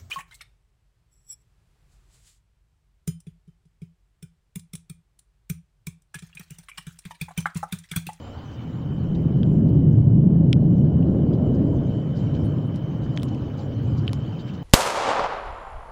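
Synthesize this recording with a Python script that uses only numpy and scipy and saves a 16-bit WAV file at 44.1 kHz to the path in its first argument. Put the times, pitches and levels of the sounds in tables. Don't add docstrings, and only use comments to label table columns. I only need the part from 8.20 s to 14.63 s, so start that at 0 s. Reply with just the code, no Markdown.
import sys
import numpy as np
from scipy import signal
from scipy.fft import rfft, irfft, next_fast_len
from scipy.io import wavfile
from scipy.ndimage import uniform_filter1d, map_coordinates

SR = 44100
rng = np.random.default_rng(int(sys.argv[2]) if len(sys.argv) > 2 else 0)


def pcm_store(signal):
    levels = np.round(np.clip(np.atleast_2d(signal), -1, 1) * 32767)
    wavfile.write(sys.argv[1], SR, levels.astype(np.int16).T)


def level_to_linear(level):
    exponent = np.asarray(level, float) / 20
    return 10 ** exponent


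N = 283563


def unit(x):
    return x / np.sqrt(np.mean(x ** 2) + 1e-20)


def along(points, hz):
    f, v = np.transpose(points)
    return np.interp(np.log(hz + 1), np.log(f + 1), v)


def curves(rows):
    s, *cols = np.transpose(rows)
    return [np.interp(np.arange(N) / SR, s, c) for c in cols]


def wobble(rate_hz):
    coarse = np.arange(0, N + 64, 64)
    knots = rng.standard_normal(int(N / SR * 200) + 4)
    smooth = map_coordinates(knots, [coarse * min(rate_hz, 200) / SR])
    return np.interp(np.arange(N), coarse, smooth)


def coloured(x, spectrum):
    m = next_fast_len(N + 8192)
    gain = level_to_linear(along(spectrum, np.fft.rfftfreq(m, 1 / SR)))
    return unit(irfft(rfft(x, m) * gain, m)[:N])


def shaped(x, spectrum):
    return irfft(rfft(x) * level_to_linear(along(spectrum, np.fft.rfftfreq(len(x), 1 / SR))))


def levelled(x, hold_s):
    wide = max(int(hold_s * SR), 1)
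    power = np.abs(uniform_filter1d(uniform_filter1d(x * x, wide), wide))
    return unit(x / np.sqrt(power + 0.056))


def narrow(centre_hz, width_hz):
    slope = [(1, 0), (width_hz / 2, -3), (width_hz, -12), (2.5 * width_hz, -40), (5 * width_hz, -120)]
    a = coloured(rng.standard_normal(N), slope)
    b = coloured(rng.standard_normal(N), slope)
    turn = 2 * np.pi * np.cumsum(centre_hz * np.ones(N)) / SR
    return unit(a * np.cos(turn) + b * np.sin(turn))


def gate(rows, edge_s):
    t = np.arange(0, N / SR + .01, .002)
    gain = np.zeros(len(t))
    for s, span_s, db in rows:
        gain += level_to_linear(db) * np.clip(np.minimum(t - s, s + span_s - t) / edge_s + .5, 0, 1)
    return np.interp(np.arange(N) / SR, t, gain)


def patchy(depth_db, size):
    z = signal.stft(rng.standard_normal(N), nperseg=512)[2]
    field = rng.standard_normal(z.shape)
    field = uniform_filter1d(uniform_filter1d(field, size, 0), size, 1)
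    return signal.istft(z * level_to_linear(depth_db * unit(field)), nperseg=512)[1][:N]


def marks(rows):
    out = np.zeros(N)
    out[[round(s * SR) for s, db in rows]] = level_to_linear([db for s, db in rows])
    return out


# (time [s], gain [dB])
GAIN_CONTROL = [
    (0.0, -1),
    (.5, -.6),
    (1.09, -3),
    (1.66, -7.5),
    (1.93, -11),
    (2.49, -8),
    (2.99, -4.5),
    (3.5, -2.5),
    (4.15, -.3),
    (6.43, .1),
]
# (time [s], level [dB])
BREEZE_LEVEL = [
    (0.0, .3),
    (.3, .4),
    (.6, -3.5),
    (3.5, -3),
    (4.15, .4),
    (4.4, -3.5),
    (4.9, -1.2),
    (6.3, .2),
    (6.43, -1.5),
]
# (frequency [Hz], level [dB per Hz])
AIR_SPECTRUM = [(450, -120), (700, 3), (1000, -0.5), (1500, -6.5), (2200, -16.5), (3000, -24), (4500, -120)]
# (frequency [Hz], level [dB per Hz])
LEAF_SPECTRUM = [(1500, -120), (2200, 3), (3600, 1), (5000, -4.5), (6500, -8.5), (7600, -14.5),
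                 (8200, -27.5), (11000, -32), (13000, -120)]


def foliage():
    (gain_db,), (breeze_db,) = curves(GAIN_CONTROL), curves(BREEZE_LEVEL)
    air_db = -49.7 + .85 * gain_db + .25 * breeze_db
    leaves_db = -60.5 + 1.05 * gain_db + breeze_db
    air = level_to_linear(air_db) * coloured(patchy(2.0, size=5), AIR_SPECTRUM)
    leaves = level_to_linear(leaves_db) * coloured(patchy(3.5, size=6), LEAF_SPECTRUM)
    return air + leaves


# (time [s], wing resonance [Hz], trill over the far chorus [dB])
TREE_CRICKET = [(0, 3040, -4), (.35, 3050, -1), (.7, 3020, -2), (1.0, 3040, -1), (1.3, 3020, -2),
                (1.6, 3000, 1), (1.95, 3000, -2), (2.45, 3005, 0), (2.8, 2980, -3), (3.28, 2960, -3),
                (3.48, 3055, 2), (3.85, 3030, 0), (4.2, 3045, 1), (4.8, 3050, 0), (5.25, 3010, -4),
                (5.75, 3020, -5), (6.1, 3075, 2), (6.43, 3040, -4)]


def tree_crickets():
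    (gain_db,) = curves(GAIN_CONTROL)
    wing_hz, trill_db = curves(TREE_CRICKET)
    stroke_hz = np.linspace(66.5, 66.7, N) + .1 * wobble(4)
    strokes = 2 * np.pi * np.cumsum(stroke_hz) / SR
    trill = np.zeros(N)
    for k in range(43, 49):
        resonance = 1 / (1 + ((66.6 * k - wing_hz) / 60) ** 2)
        fade = level_to_linear(2.6 * wobble(11))
        trill += resonance * fade * np.sin(k * strokes + .6 * wobble(16))
    blur = .75 * narrow(3035, width_hz=220)
    chorus_db = -58.2 + gain_db + 1.1 * wobble(6)
    return level_to_linear(chorus_db) * unit(level_to_linear(trill_db) * unit(trill) + blur)


# (time [s], length [s], level [dB])
LOW_CHIRPS = [(.0, .12, -74), (.54, 0.078, -77), (.83, .07, -75), (1.25, 0.14, -74), (1.5, .07, -83),
              (1.84, .06, -86.5), (2.13, .06, -86.5), (2.55, .09, -76), (2.9, 0.1, -78.5),
              (3.26, 0.07, -76), (3.61, .12, -76), (3.96, 0.11, -75), (4.33, 0.063, -74),
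              (4.68, 0.064, -84), (5.045, 0.095, -71), (5.4, 0.068, -70.5), (5.82, .12, -74),
              (6.2, 0.11, -80)]
# (time [s], length [s], level [dB])
HIGH_CHIRPS = [(.03, 0.14, -76), (.44, .14, -80), (.7, .07, -77), (.94, .11, -79.5), (1.28, 0.11, -79.5),
               (1.53, 0.071, -81.5), (1.82, .08, -91.5), (2.1, 0.068, -93.5), (2.36, .05, -87.5),
               (2.88, .1, -85), (3.42, 0.15, -79.5), (3.7, 0.18, -80), (3.97, 0.21, -80), (4.29, .14, -79),
               (4.55, 0.135, -90), (4.79, 0.2, -86), (5.1, .15, -85), (5.37, .09, -77), (5.65, 0.079, -75),
               (5.87, .14, -80), (6.2, .1, -79)]
# (time [s], length [s], level [dB])
BUSH_RASPS = [
    (0, 0.12, -71),
    (.5, .13, -77),
    (1.24, 0.18, -78.5),
    (2.58, .06, -81),
]


def crickets():
    def throb(rate_hz):
        return 1 + .4 * np.sin(2 * np.pi * rate_hz * np.arange(N) / SR)

    low = gate(LOW_CHIRPS, .02) * throb(42) * .8 * narrow(7180, width_hz=30)
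    high = gate(HIGH_CHIRPS, .025) * throb(30) * .8 * narrow(7480, width_hz=36)
    bush = gate(BUSH_RASPS, .04) * narrow(7120, width_hz=330)
    return low + high + bush


# (time [s], length [s], level
# [dB], centre [Hz])
PUFFS = [(0.288, .1, -68, 5500), (0.943, 0.025, -58, 3500), (1.477, .03, -66.5, 3800),
         (1.719, .03, -71, 6000), (2.547, 0.076, -72, 5500), (3.124, 0.042, -61, 4000),
         (3.335, .04, -63.5, 4480), (3.94, .1, -61.5, 4800), (4.136, 0.036, -57, 3740),
         (4.235, 0.045, -67, 9500), (4.448, .05, -78, 9500), (4.538, .06, -63, 4960),
         (4.824, 0.048, -65, 5500), (5.019, .045, -63, 9000), (5.078, 0.022, -55.5, 4500),
         (5.365, 0.082, -58.5, 4360), (5.617, .03, -71, 15000), (5.762, 0.047, -56.5, 4500),
         (4.96, .014, -56, 5000), (4.973, .005, -58, 9000), (4.977, .045, -71, 8500),
         (5.866, .01, -56, 4000), (5.88, .016, -68, 8500), (1.727, .01, -69, 15600),
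         (5.924, .045, -61.5, 5500), (6.183, 0.046, -54.5, 3770), (6.265, 0.053, -51, 2480),
         (6.33, 0.047, -61.5, 4500)]


def puffs():
    n = 8192
    out, t = np.zeros(N), np.arange(n) / SR
    grain = np.tile(patchy(4.5, size=3), 2)
    for s, span_s, db, hz in PUFFS:
        i = round(s * SR)
        octaves = .8 * (hz / 4000) ** -.85
        away = np.log2(np.fft.rfftfreq(n, 1 / SR) / hz + 1e-9)
        bell = np.exp(-.5 * (away / (0.53 * octaves)) ** 2)
        u = t / span_s
        swell = np.clip(np.minimum(u / 0.32, (1 - u) / .5), 0, 1)
        burst = level_to_linear(db + 1.5) * swell * unit(irfft(rfft(grain[i:i + n]) * bell))
        out[i:i + n] += burst[:N - i]
    return out


# (time [s], peak [dB], ring [Hz], 60 dB fall [s], overtone [dB])
ROOF_DROPS = [(1.2324, -31, 3150, .006, -40), (1.2325, -46, 4750, .008, -40),
              (1.2324, -44, 1600, .006, -40), (2.33, -15.5, 3200, .005, -10), (2.33, -40, 7200, .002, -40),
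              (2.33, -50, 11000, .002, -40), (2.33, -56, 13600, .002, -40),
              (2.8283, -44.5, 2800, .008, -25), (3.135, -48, 3200, .008, -18),
              (4.1513, -40, 3070, .01, -25), (4.3857, -43, 3060, .01, -27), (4.545, -46, 3100, .01, -15),
              (4.9751, -26, 3300, .006, -22), (4.9751, -33, 1850, .004, -22),
              (4.9751, -41, 6300, .004, -40), (4.9751, -41, 4500, .004, -40),
              (4.9751, -38, 2500, .004, -30), (4.9755, -32, 1150, .005, -30),
              (4.9985, -37, 3120, .013, -30), (5.0222, -43, 3500, .01, -20), (5.148, -43, 2650, .01, -3),
              (5.8795, -21, 3050, .008, -30), (5.8795, -28, 2600, .004, -30),
              (5.8805, -38, 4500, .005, -40), (5.8797, -52, 9500, .005, -40),
              (5.8865, -39, 3050, .016, -40), (2.33, -28, 2400, .005, -30), (5.8795, -37, 1400, .004, -30),
              (5.894, -42, 3800, .005, -25), (5.8948, -38, 1700, .005, -30), (5.9326, -36, 940, .006, -40),
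              (5.9326, -40, 3860, .005, -40), (5.9324, -43, 10600, .003, -40),
              (5.8944, -44, 2600, .004, -30)]
# (frequency [Hz], level [dB per Hz])
SPLAT_SPECTRUM = [(600, -60), (1100, -1), (2400, .5), (4500, -7), (7000, -22), (11000, -36), (14000, -60)]


def drops():
    out, t = np.zeros(N + SR), np.arange(-500, 1500) / SR
    rounded = np.hypot(t, .00012) - .00012

    def decay_db(rise_s, fall_s):
        return -60 * rounded / np.where(t < 0, rise_s, fall_s)

    def blip(hz, rise_s, fall_s):
        return level_to_linear(decay_db(rise_s, fall_s)) * np.cos(2 * np.pi * hz * t)

    mid = signal.butter(3, [2400, 4400], "band", fs=SR)
    for s, db, hz, fall_s, overtone_db in ROOF_DROPS:
        ring = blip(hz, .0037, fall_s)
        ring += level_to_linear(-11) * blip(1.15 * hz, .002, .004)
        ring += level_to_linear(overtone_db) * (blip(5300, .002, .003) + level_to_linear(-6) * blip(8800, .0006, .001))
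        spray = unit(shaped(rng.standard_normal(len(t)), SPLAT_SPECTRUM))
        splat = level_to_linear(-8 + .4 * overtone_db + decay_db(.003, .007)) * spray
        tap = level_to_linear(-25) * blip(1700, .004, .008)
        patter = signal.lfilter(*mid, rng.standard_normal(len(t)))
        patter *= level_to_linear(-20 - 60 * np.abs(t) / .04) * (t > 0)
        out[round((s + t[0]) * SR):][:len(t)] += level_to_linear(db) * (ring + tap + splat + patter)
    return out[:N]


# (time [s], peak [dB], body share [dB], low share [dB])
DRY_SNAPS = [
    (1.5817, -60, 2, 2),
    (1.9022, -70, 12, 20),
    (4.2467, -56, 3, 6),
    (4.5603, -40, -3, -5),
    (4.9862, -55, 3, 6),
    (5.0222, -56, 6, 8),
    (5.0324, -29, -1, 1),
    (5.9324, -30, 3, 0),
    (6.3388, -57, 11, 10),
]
# (frequency [Hz], level [dB per Hz])
SNAP_TREBLE = [(5500, -120), (7000, -7), (8700, -1), (10500, -0.5), (12700, -11), (15000, -2), (17000, -3)]
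# (frequency [Hz], level [dB per Hz])
SNAP_MIDDLE = [(1200, -42), (2000, -1), (3900, 2), (5900, -2), (7300, -14), (9000, -120)]


def snaps():
    def peak(x):
        return x / np.abs(x).max()

    out, t = np.zeros(N + SR), np.arange(400) / SR
    front = np.exp(-((t - .0017) * SR) ** 2)
    after_s = t - t[74]
    for s, db, body_db, low_db in DRY_SNAPS:
        scatter = (after_s > 0) * level_to_linear(-60 * after_s / .005) * rng.standard_normal(len(t))
        kick = front + .17 * scatter
        treble = peak(shaped(kick, SNAP_TREBLE))
        body = level_to_linear(body_db + 5.5) * peak(shaped(kick, SNAP_MIDDLE))
        thud = level_to_linear(low_db - 2.5 - 60 * np.abs(t - .002) / .005) * np.sin(2 * np.pi * 1100 * t)
        out[round((s - t[74]) * SR):][:len(t)] += level_to_linear(db) * (treble + body + thud)
    return out[:N]


# (time [s], swell [dB], pitch from the roll [octaves])
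CLAPS_AND_LULLS = [(0.08, 2.5, 0.8), (0.08, 3.1, -0.6), (0.12, -3.6, 0.3), (0.12, 5.9, 2.2),
                   (0.14, 6.3, -1.0), (0.27, -4.6, -1.4), (0.47, 3.2, 0.9), (0.48, 3.9, -1.8),
                   (0.85, 2.6, -1.3), (0.96, -3.9, -0.4), (1.27, 2.0, 0.5), (1.28, -6.0, -1.6),
                   (1.41, 4.7, 0.6), (1.47, 2.4, -1.4), (1.55, 2.3, 1.0), (1.63, 6.1, -1.5),
                   (1.8, -4.6, 1.7), (1.86, -3.8, 0.5), (1.91, 2.3, -0.2), (2.09, -5.6, -1.8),
                   (2.09, -5.4, -0.5), (2.12, 2.5, 0.4), (2.49, -5.1, -1.0), (2.79, 3.1, -1.5),
                   (2.84, 3.5, -0.9), (2.96, 3.0, 1.5), (3.09, 2.5, 0.6), (3.17, -4.3, -1.1),
                   (3.25, 2.9, 2.2), (3.26, 2.5, -0.7), (3.31, 4.2, 1.5), (3.38, 6.0, -1.6),
                   (3.4, 4.9, 0.8), (3.49, 2.6, 2.2), (3.51, 3.4, 1.2), (3.56, 2.9, -1.4),
                   (3.58, 7.5, -0.7), (3.71, 3.0, -0.9), (3.73, 3.2, 1.7), (4.03, 2.3, -0.2),
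                   (4.2, -5.2, -1.6), (4.44, -5.1, -1.6), (4.88, 2.0, -0.1), (4.9, 3.4, -1.3),
                   (5.12, 4.6, 0.8), (5.23, 2.7, 1.4), (5.35, 2.2, -0.7), (5.48, 5.2, 1.9),
                   (5.5, 3.8, -0.4), (5.53, 2.6, 0.8), (5.55, 7.8, -1.8), (5.68, 4.8, -1.1),
                   (5.72, 3.1, -0.3), (5.81, -5.2, 2.2), (6.07, 2.1, -1.0), (6.21, 3.1, -1.8),
                   (6.24, -6.9, -0.8), (6.37, 3.7, -0.6)]


def claps(roar):
    clap_s, clap_octaves, roll_hz = .055, .28, 145
    hz, t, z = signal.stft(roar, SR, nperseg=4096, noverlap=3072)
    octave = np.log2(hz[:200, None] / roll_hz + 1e-3)
    swell_db = 0
    for s, db, pitch in CLAPS_AND_LULLS:
        distance = ((t - s) / clap_s) ** 2 + ((octave - pitch) / clap_octaves) ** 2
        swell_db = swell_db + db * np.exp(-.5 * distance)
    z[:200] *= level_to_linear(swell_db)
    return signal.istft(z, SR, nperseg=4096, noverlap=3072)[1][:N]


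# (time [s], strength [dB], brightness [dB], roll pitch setting; the roll centres near 1.6 x setting -
# 94 [Hz])
THUNDER_PEAL = [(0.0, -38.1, -2.0, 146.0), (0.25, -33.6, -7.2, 141.0), (0.6, -25.6, -8.7, 146.0),
                (1.05, -17.3, -9.8, 148.0), (1.45, -15.3, -9.5, 154.0), (1.75, -12.9, -11.9, 146.0),
                (2.2, -14.8, -11.1, 153.0), (2.6, -15.7, -10.8, 149.0), (3.0, -19.3, -8.1, 156.0),
                (3.5, -22.3, -8.0, 143.0), (3.87, -26.3, -10.5, 146.0), (4.25, -23.1, -10.6, 137.0),
                (4.58, -29.5, -11.7, 146.0), (5.05, -29.2, -11.6, 138.0), (5.45, -34.3, -11.1, 137.0),
                (5.75, -27.1, -14.2, 133.0), (6.1, -33.7, -13.3, 141.0), (6.43, -38.3, -12.7, 152.0)]
# (level at mean strength [dB], share of strength, share of brightness, echo build-up [dB/s])
THUNDER_LAYERS = [
    (-38.3, 1.1, 1.5, 1.1),
    (-23.7, 1.01, -.46, 1.24),
    (-30.3, 1.05, 1.01, 2.5),
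    (-42, .76, 1.6, 2.9),
]
# (frequency [Hz], level [dB per Hz])
BOOM_SPECTRUM = [(20, -12), (42, -19), (60, -9), (85, 3.5), (110, -14), (140, -120)]
# (frequency [Hz], level [dB per Hz])
GROWL_SPECTRUM = [(130, -120), (185, 1), (240, 2), (300, -1), (400, -10), (470, -23), (600, -120)]
# (frequency [Hz], level [dB per Hz])
EDGE_SPECTRUM = [(320, -120), (400, -4.5), (440, -1), (600, -4.5), (800, -18), (1100, -26.5), (1600, -120)]


def thunder():
    def fronts():
        return (rng.random(N) < 4000 / SR) * rng.standard_normal(N) * level_to_linear(1.6 * wobble(14))

    strength_db, bright_db, roll_hz = curves(THUNDER_PEAL)
    strength_db = strength_db - strength_db.mean()
    bright_db = bright_db - bright_db.mean()
    age_s = np.arange(N) / SR
    age_s = age_s - age_s.mean()
    boom_gain, roll_gain, growl_gain, edge_gain = [
        level_to_linear(db + loud * strength_db + sharp * bright_db + echo * age_s)
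        for db, loud, sharp, echo in THUNDER_LAYERS]
    centre_hz = 1.6 * roll_hz - 94 + 6 * wobble(8)
    boom = boom_gain * levelled(coloured(fronts(), BOOM_SPECTRUM), .062)
    roll = roll_gain * levelled(narrow(centre_hz, width_hz=60), .07)
    growl = growl_gain * levelled(coloured(fronts(), GROWL_SPECTRUM), .09)
    edge = edge_gain * levelled(coloured(fronts(), EDGE_SPECTRUM), .09)
    return claps(boom + roll + growl + edge)


def scene():
    garden = foliage() + tree_crickets() + crickets() + puffs()
    return (garden + drops() + snaps() + thunder())[None]


# (frequency [Hz], level [dB per Hz])
PORT_SPECTRUM = [(12500, -120), (13600, -15), (14400, -1.5), (15200, 0.5), (16000, 0.5)]
# (frequency [Hz], level [dB per Hz])
HISS_SPECTRUM = [(3500, -120), (5000, 2), (7500, 0.5), (9000, -2), (11000, -0.5), (13000, -2.5),
                 (14000, -4), (16000, -7)]


def camera_noise():
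    port_db = -79 + .95 * curves(GAIN_CONTROL)[0]
    port = level_to_linear(port_db + 7) * coloured(rng.standard_normal(N), PORT_SPECTRUM)
    hiss = level_to_linear(.35 * (port_db + 85) - 83.5) * coloured(rng.standard_normal(N), HISS_SPECTRUM)
    return port + hiss


# (time [s], peak [dB], broad part [dB])
GAIN_STEPS = [(1.02, -53, -24), (1.1013, -71, -15), (1.1402, -70, -16), (1.201, -69, -14), (1.24, -67, -20),
              (1.3203, -54, -23), (1.3602, -63, -23), (1.4001, -61, -20), (1.4605, -64, -18),
              (1.5005, -52, -25), (1.5602, -67, -20), (1.5797, -55, -16), (1.68, -54, -24),
              (1.7403, -54, -24), (1.8002, -64, -21), (1.8805, -60, -23), (1.9598, -63, -22),
              (2.0202, -64, -25), (2.1599, -71, -11), (2.1798, -59, -24), (2.2801, -63, -19),
              (2.3398, -57, -20), (2.3799, -60, -22), (2.4801, -65, -19), (2.5001, -55, -25),
              (2.6198, -64, -13), (2.6597, -62, -19), (2.7001, -67, -20), (2.76, -63, -19),
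              (2.7999, -70, -17), (2.8603, -67, -22), (2.961, -67, -17), (3.0399, -73, -15),
              (3.1197, -73, -13), (3.1401, -69, -17), (3.18, -66, -21), (3.2399, -65, -21),
              (3.2803, -63, -23), (3.3816, -66, -21), (3.4005, -66, -21), (4.2002, -60, -23)]


def gain_ticks():
    t = np.arange(36) / SR
    blip = np.sqrt(np.hanning(36)) * np.sin(2 * np.pi * 12000 * t)
    tick = np.pad([-.5, 1, -.5], (16, 17))
    blips = np.convolve(marks([(s, db) for s, db, broad_db in GAIN_STEPS]), blip)
    ticks = np.convolve(marks([(s, db + broad_db + 12) for s, db, broad_db in GAIN_STEPS]), tick)
    return np.pad(blips + ticks, (62, 0))[:N]


def band_limit(x, top_hz):
    m = next_fast_len(N)
    spectrum = rfft(np.pad(x, ((0, 0), (0, m - N)), "reflect"))
    return irfft(spectrum * (np.fft.rfftfreq(m, 1 / SR) < top_hz), m)[:, :N]


def roll_off(x):
    return signal.sosfilt(signal.butter(12, 17060, fs=SR, output="sos"), x)


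def record(dry):
    limited = dry / (1 + np.abs(dry / .55) ** 6) ** (1 / 6)
    mix = band_limit(limited + camera_noise() + gain_ticks(), top_hz=15850)
    return roll_off(mix)


dry = scene()
out = record(dry)
pcm_store(out)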